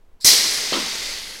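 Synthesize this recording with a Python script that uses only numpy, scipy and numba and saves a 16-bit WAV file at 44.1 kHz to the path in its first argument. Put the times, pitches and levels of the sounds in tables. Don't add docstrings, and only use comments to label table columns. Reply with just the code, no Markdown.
import sys
import numpy as np
from scipy import signal
from scipy.fft import rfft, irfft
from scipy.io import wavfile
from scipy.ndimage import uniform_filter1d
from numba import njit

SR = 44100
rng = np.random.default_rng(int(sys.argv[2]) if len(sys.argv) > 2 else 0)


def ratio(d):
    e = np.asarray(d, float) / 20
    return 10 ** e


def master(y):
    cut = np.clip(np.atleast_2d(y).T, -1, 1)
    pcm = np.round(cut * 32767)
    wavfile.write(sys.argv[1], SR, pcm.astype(np.int16))


N = 61739
T = np.arange(N) / SR
OPEN_S = 0.246
FLICKER_DB = 1.2


def level(x, rms_db):
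    return x * ratio(rms_db) / np.sqrt(np.mean(x ** 2))


def noise():
    return rng.standard_normal(N)


def colour(x, points):
    points_hz, points_db = np.array(points, float).T
    bins_hz = np.maximum(np.arange(N // 2 + 1) * SR / N, 1)
    gain_db = np.interp(np.log(bins_hz), np.log(points_hz), points_db)
    return level(irfft(rfft(x) * ratio(gain_db), N), 0)


@njit
def svf(x, hz, width_hz):
    y = np.empty(len(x))
    band, low = 0., 0.
    for i in range(len(x)):
        g = np.tan(np.pi * hz[i] / SR)
        k = width_hz / hz[i]
        v = (band + g * (x[i] - low)) / (1 + g * (g + k))
        band = 2 * v - band
        low += 2 * g * v
        y[i] = k * v
    return y


def walk(rate_hz):
    hold = int(SR / rate_hz)
    steps = np.clip(rng.standard_normal(N // 8)[:N // hold + 1], -1.7, 1.7)
    slewed = uniform_filter1d(np.repeat(steps, hold), hold)
    return 1.3 * uniform_filter1d(slewed, hold)[:N]


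def rings(table, drift):
    out = 0
    for hz, width_hz, level_db in table:
        centre_hz = hz * (1 + drift * walk(13.2))
        flicker = ratio(level_db + FLICKER_DB * walk(24.2))
        once = svf(noise(), centre_hz, float(width_hz))
        out = out + flicker * level(svf(once, centre_hz, float(width_hz)), 0)
    return out


def decay(start_s, t60_s):
    return np.exp(-np.log(1000) * np.maximum(T - start_s, 0) / t60_s)


def fade(start_s, t60_s):
    return (T >= start_s) * decay(start_s, t60_s)


def rise(start_s, length_s):
    return np.clip((T - start_s) / length_s, 0, 1)


def pings(table):
    out = 0
    for centre_s, level_db, pitch_hz, half_ms in table:
        t = T - centre_s
        out = out + ratio(level_db) * np.exp(-(t * 1000 / half_ms) ** 2) * np.sin(2 * np.pi * pitch_hz * t)
    return out


# hz [Hz], level_db [dB per Hz]
ROOM_TONE = [(30, -12), (60, 3.5), (130, -13.5), (250, -7.5), (500, -10), (1900, -22.5), (4000, -29),
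             (16000, -44)]
# time_s [s], level_db [dB]
AIR_GUSTS = [(0, -49), (.17, -48), (.2, -54), (.5, -52), (.62, -47), (.95, -50), (1.1, -40), (1.22, -46),
             (1.3, -41), (1.4, -48)]
# start_s [s], level_db [dB], length_s [s]
AIR_SHOVES = [
    (0.2474, -25, 0.0099),
    (.278, -38, 0.024),
]


def air():
    gust_s, gust_db = np.array(AIR_GUSTS).T
    slow = colour(noise(), [(1, -37), (5, 1), (15, -1), (35, -12), (70, -31), (200, -59)])
    slow = slow * ratio(np.interp(T, gust_s, gust_db))
    push = colour(noise(), [(20, -6), (70, -4), (300, -4), (900, -14)])
    push = ratio(-29.5) * fade(OPEN_S - .002, 0.11) * push
    shove = 0
    for start_s, level_db, length_s in AIR_SHOVES:
        swing = np.cos(np.pi * (T - start_s) / length_s)
        shove = shove + ratio(level_db) * rise(start_s, 0.0011) * fade(start_s, 4 * length_s) * swing
    room_db = -62 + 10 * (T > OPEN_S)
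    return ratio(room_db) * colour(noise(), ROOM_TONE) + slow + push + shove


# hz [Hz], width_hz [Hz], level_db [dB]
VALVE_GAP = [(4300, 900, -3), (5000, 900, -2), (7700, 1300, -10), (10300, 2500, -13), (14500, 3000, -21),
             (1900, 1500, -20), (9000, 8000, -14)]


def leak():
    swell = rise(.199, .013) ** 2 * (T < OPEN_S)
    return ratio(-39) * swell * rings(VALVE_GAP, 0.011)


# centre_s [s], level_db [dB], pitch_hz [Hz],
# half_ms [ms]
SINGLE_PINGS = [(.2468, -5, 5600, .6), (.2481, -9, 7900, .7), (.249, -24, 300, 2.5), (.289, -17, 1950, 2.5),
                (.5138, -16, 10800, .1), (.5146, -22, 9800, .8), (.509, -23, 10500, .4),
                (1.127, -25, 4200, 1.), (1.140, -26, 4600, 1.8), (1.138, -32, 2000, 1.4),
                (1.356, -31, 1750, .9), (1.021, -39, 420, 2.5), (.203, -56, 1000, 4)]


def single_pings():
    return pings(SINGLE_PINGS)


# time_s [s], level_db [dB], throat_hz [Hz], mist_db [dB]
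NOZZLE_FLOW = [(0.2431, -40, 5470, -18), (0.2462, -13.5, 5300, -8), (0.253, -11.5, 5300, 2.5),
               (0.272, -7, 5430, -7), (0.329, -13.5, 4970, -14), (.4, -19.5, 4900, -14),
               (.49, -25, 5130, -31), (.54, -24, 4970, -2.5), (0.702, -26, 4700, -30),
               (.92, -27, 4700, -23), (1.14, -31, 4350, -13), (1.25, -35, 4000, -6.5),
               (1.4, -40.5, 4600, -4)]
# hz [Hz], level_db [dB per Hz]
GAS_JET = [(35, -56), (60, -29.5), (398, -16.5), (1440, -20), (1950, -28), (2710, -19), (5460, -13),
           (12100, -11), (16000, -22)]
# hz [Hz], width_hz [Hz], level_db [dB]
GAS_WHISTLES = [(6066, 31, -6), (8560, 100, -12), (5430, 500, -6), (4120, 210, -5.5), (8030, 520, -12)]
# hz [Hz], level_db [dB per Hz]
WATER_SPRAY = [(35, -46), (60, -19.5), (346, -5.5), (389, -3.5), (666, -8), (2000, -4), (4860, -2.5),
               (11500, -14), (16000, -23)]
# hz [Hz], width_hz [Hz], level_db [dB]
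NOZZLE_PIPES = [(2030, 420, -6), (2350, 700, -10), (3400, 900, -8), (520, 600, -19), (6300, 1200, -10)]
# hz [Hz], level_db [dB per Hz]
MIST_HISS = [(5000, -39), (8000, -3), (10000, 9.5), (12500, 2.5), (14500, -13), (16000, -14)]


def nozzle():
    time_s, level_db, throat_hz, mist_db = np.array(NOZZLE_FLOW).T
    gas = decay(OPEN_S + 0.051, 1)

    hz = np.interp(T, time_s, throat_hz) * (1 + 0.039 * walk(30.3))
    throat = svf(svf(noise(), hz, 2960.0), hz, 2940.0)
    throat = level(throat, 5.5) * ratio(0.5 * walk(260))
    throat = throat * (0.79 + 0.21 * gas)

    roar = gas * (colour(noise(), GAS_JET) + rings(GAS_WHISTLES, 0.0048))
    spray = np.sqrt(1 - gas ** 2) * colour(noise(), WATER_SPRAY) * ratio(1.8 * walk(150))

    drops_per_s, scatter_db = 900, 4
    landed = rng.random(N) < drops_per_s / SR
    sizes = ratio(scatter_db * np.minimum(rng.exponential(size=N), 3.5))
    hits = landed * sizes * np.sign(noise())
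    drops = ratio(-2) * (1 - gas) * colour(hits, WATER_SPRAY)

    pipes = (1 - 0.59 * gas) * rings(NOZZLE_PIPES, 0.0067)
    mist = ratio(np.interp(T, time_s, mist_db) + walk(90)) * colour(noise(), MIST_HISS)
    mix = throat + roar + spray + drops + pipes + mist
    flow_db = np.interp(T, time_s, level_db) + 0.67 * walk(18.7)
    return level(mix, 0) * ratio(flow_db) * (T > time_s[0])


# hz [Hz], level_db [dB per Hz]
KNOCK_BOOM = [(120, -29), (190, 5), (350, -0.5), (550, -1), (800, -3.5), (1200, -2.5), (2200, -14),
              (5000, -43)]
# centre_s [s], level_db [dB], pitch_hz [Hz], half_ms [ms]
LOOSE_PARTS = [
    (.7265, -23, 2900, 1),
    (.731, -19, 1150, 2),
    (.7295, -16, 4200, 1.2),
    (.7345, -13, 4300, 1.2),
    (.741, -17, 3200, 1.6),
    (.7405, -19, 2000, 1.2),
    (.747, -23, 520, 2.5),
    (.758, -22, 340, 3.5),
    (.773, -26, 300, 4),
    (.734, -24, 260, 5),
]


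def knock():
    start_s, blow_hz = .7228, 480
    cycle = (T - start_s) * blow_hz
    blow = -ratio(-15) * np.sin(2 * np.pi * cycle) * (cycle > 0) * (cycle < 1)
    blow = signal.sosfilt(signal.butter(2, 140, "high", fs=SR, output="sos"), blow)
    slap_s = .725
    slap = rings([(3200, 2400, -22.5), (1150, 600, -36)], 0.026)
    slap = rise(slap_s, .006) * fade(slap_s, .6) * slap
    boom = ratio(-28 + FLICKER_DB * walk(140)) * colour(noise(), KNOCK_BOOM)
    boom = rise(start_s, .005) * decay(start_s + .055, .45) * boom
    return blow + boom + slap + pings(LOOSE_PARTS)


def concrete_room(near):
    tail = fade(.012, 1) * colour(noise(), [(100, -7), (3000, -4.5), (9000, -4), (16000, -13)])
    return signal.fftconvolve(near, tail / np.sqrt(np.sum(tail ** 2)))[:N]


def scene():
    near = nozzle() + leak() + single_pings()
    return (near + ratio(-8) * concrete_room(near) + knock() + air())[None]


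def band_limit(x):
    return signal.sosfilt(signal.butter(12, 16340, fs=SR, output="sos"), x)


def record(dry):
    clipped = np.clip(dry, -.86, .86)
    top_cut = signal.ellip(10, .2, 70, 15900, fs=SR, output="sos")
    return band_limit(signal.sosfilt(top_cut, clipped))


dry = scene()
out = record(dry)
master(out)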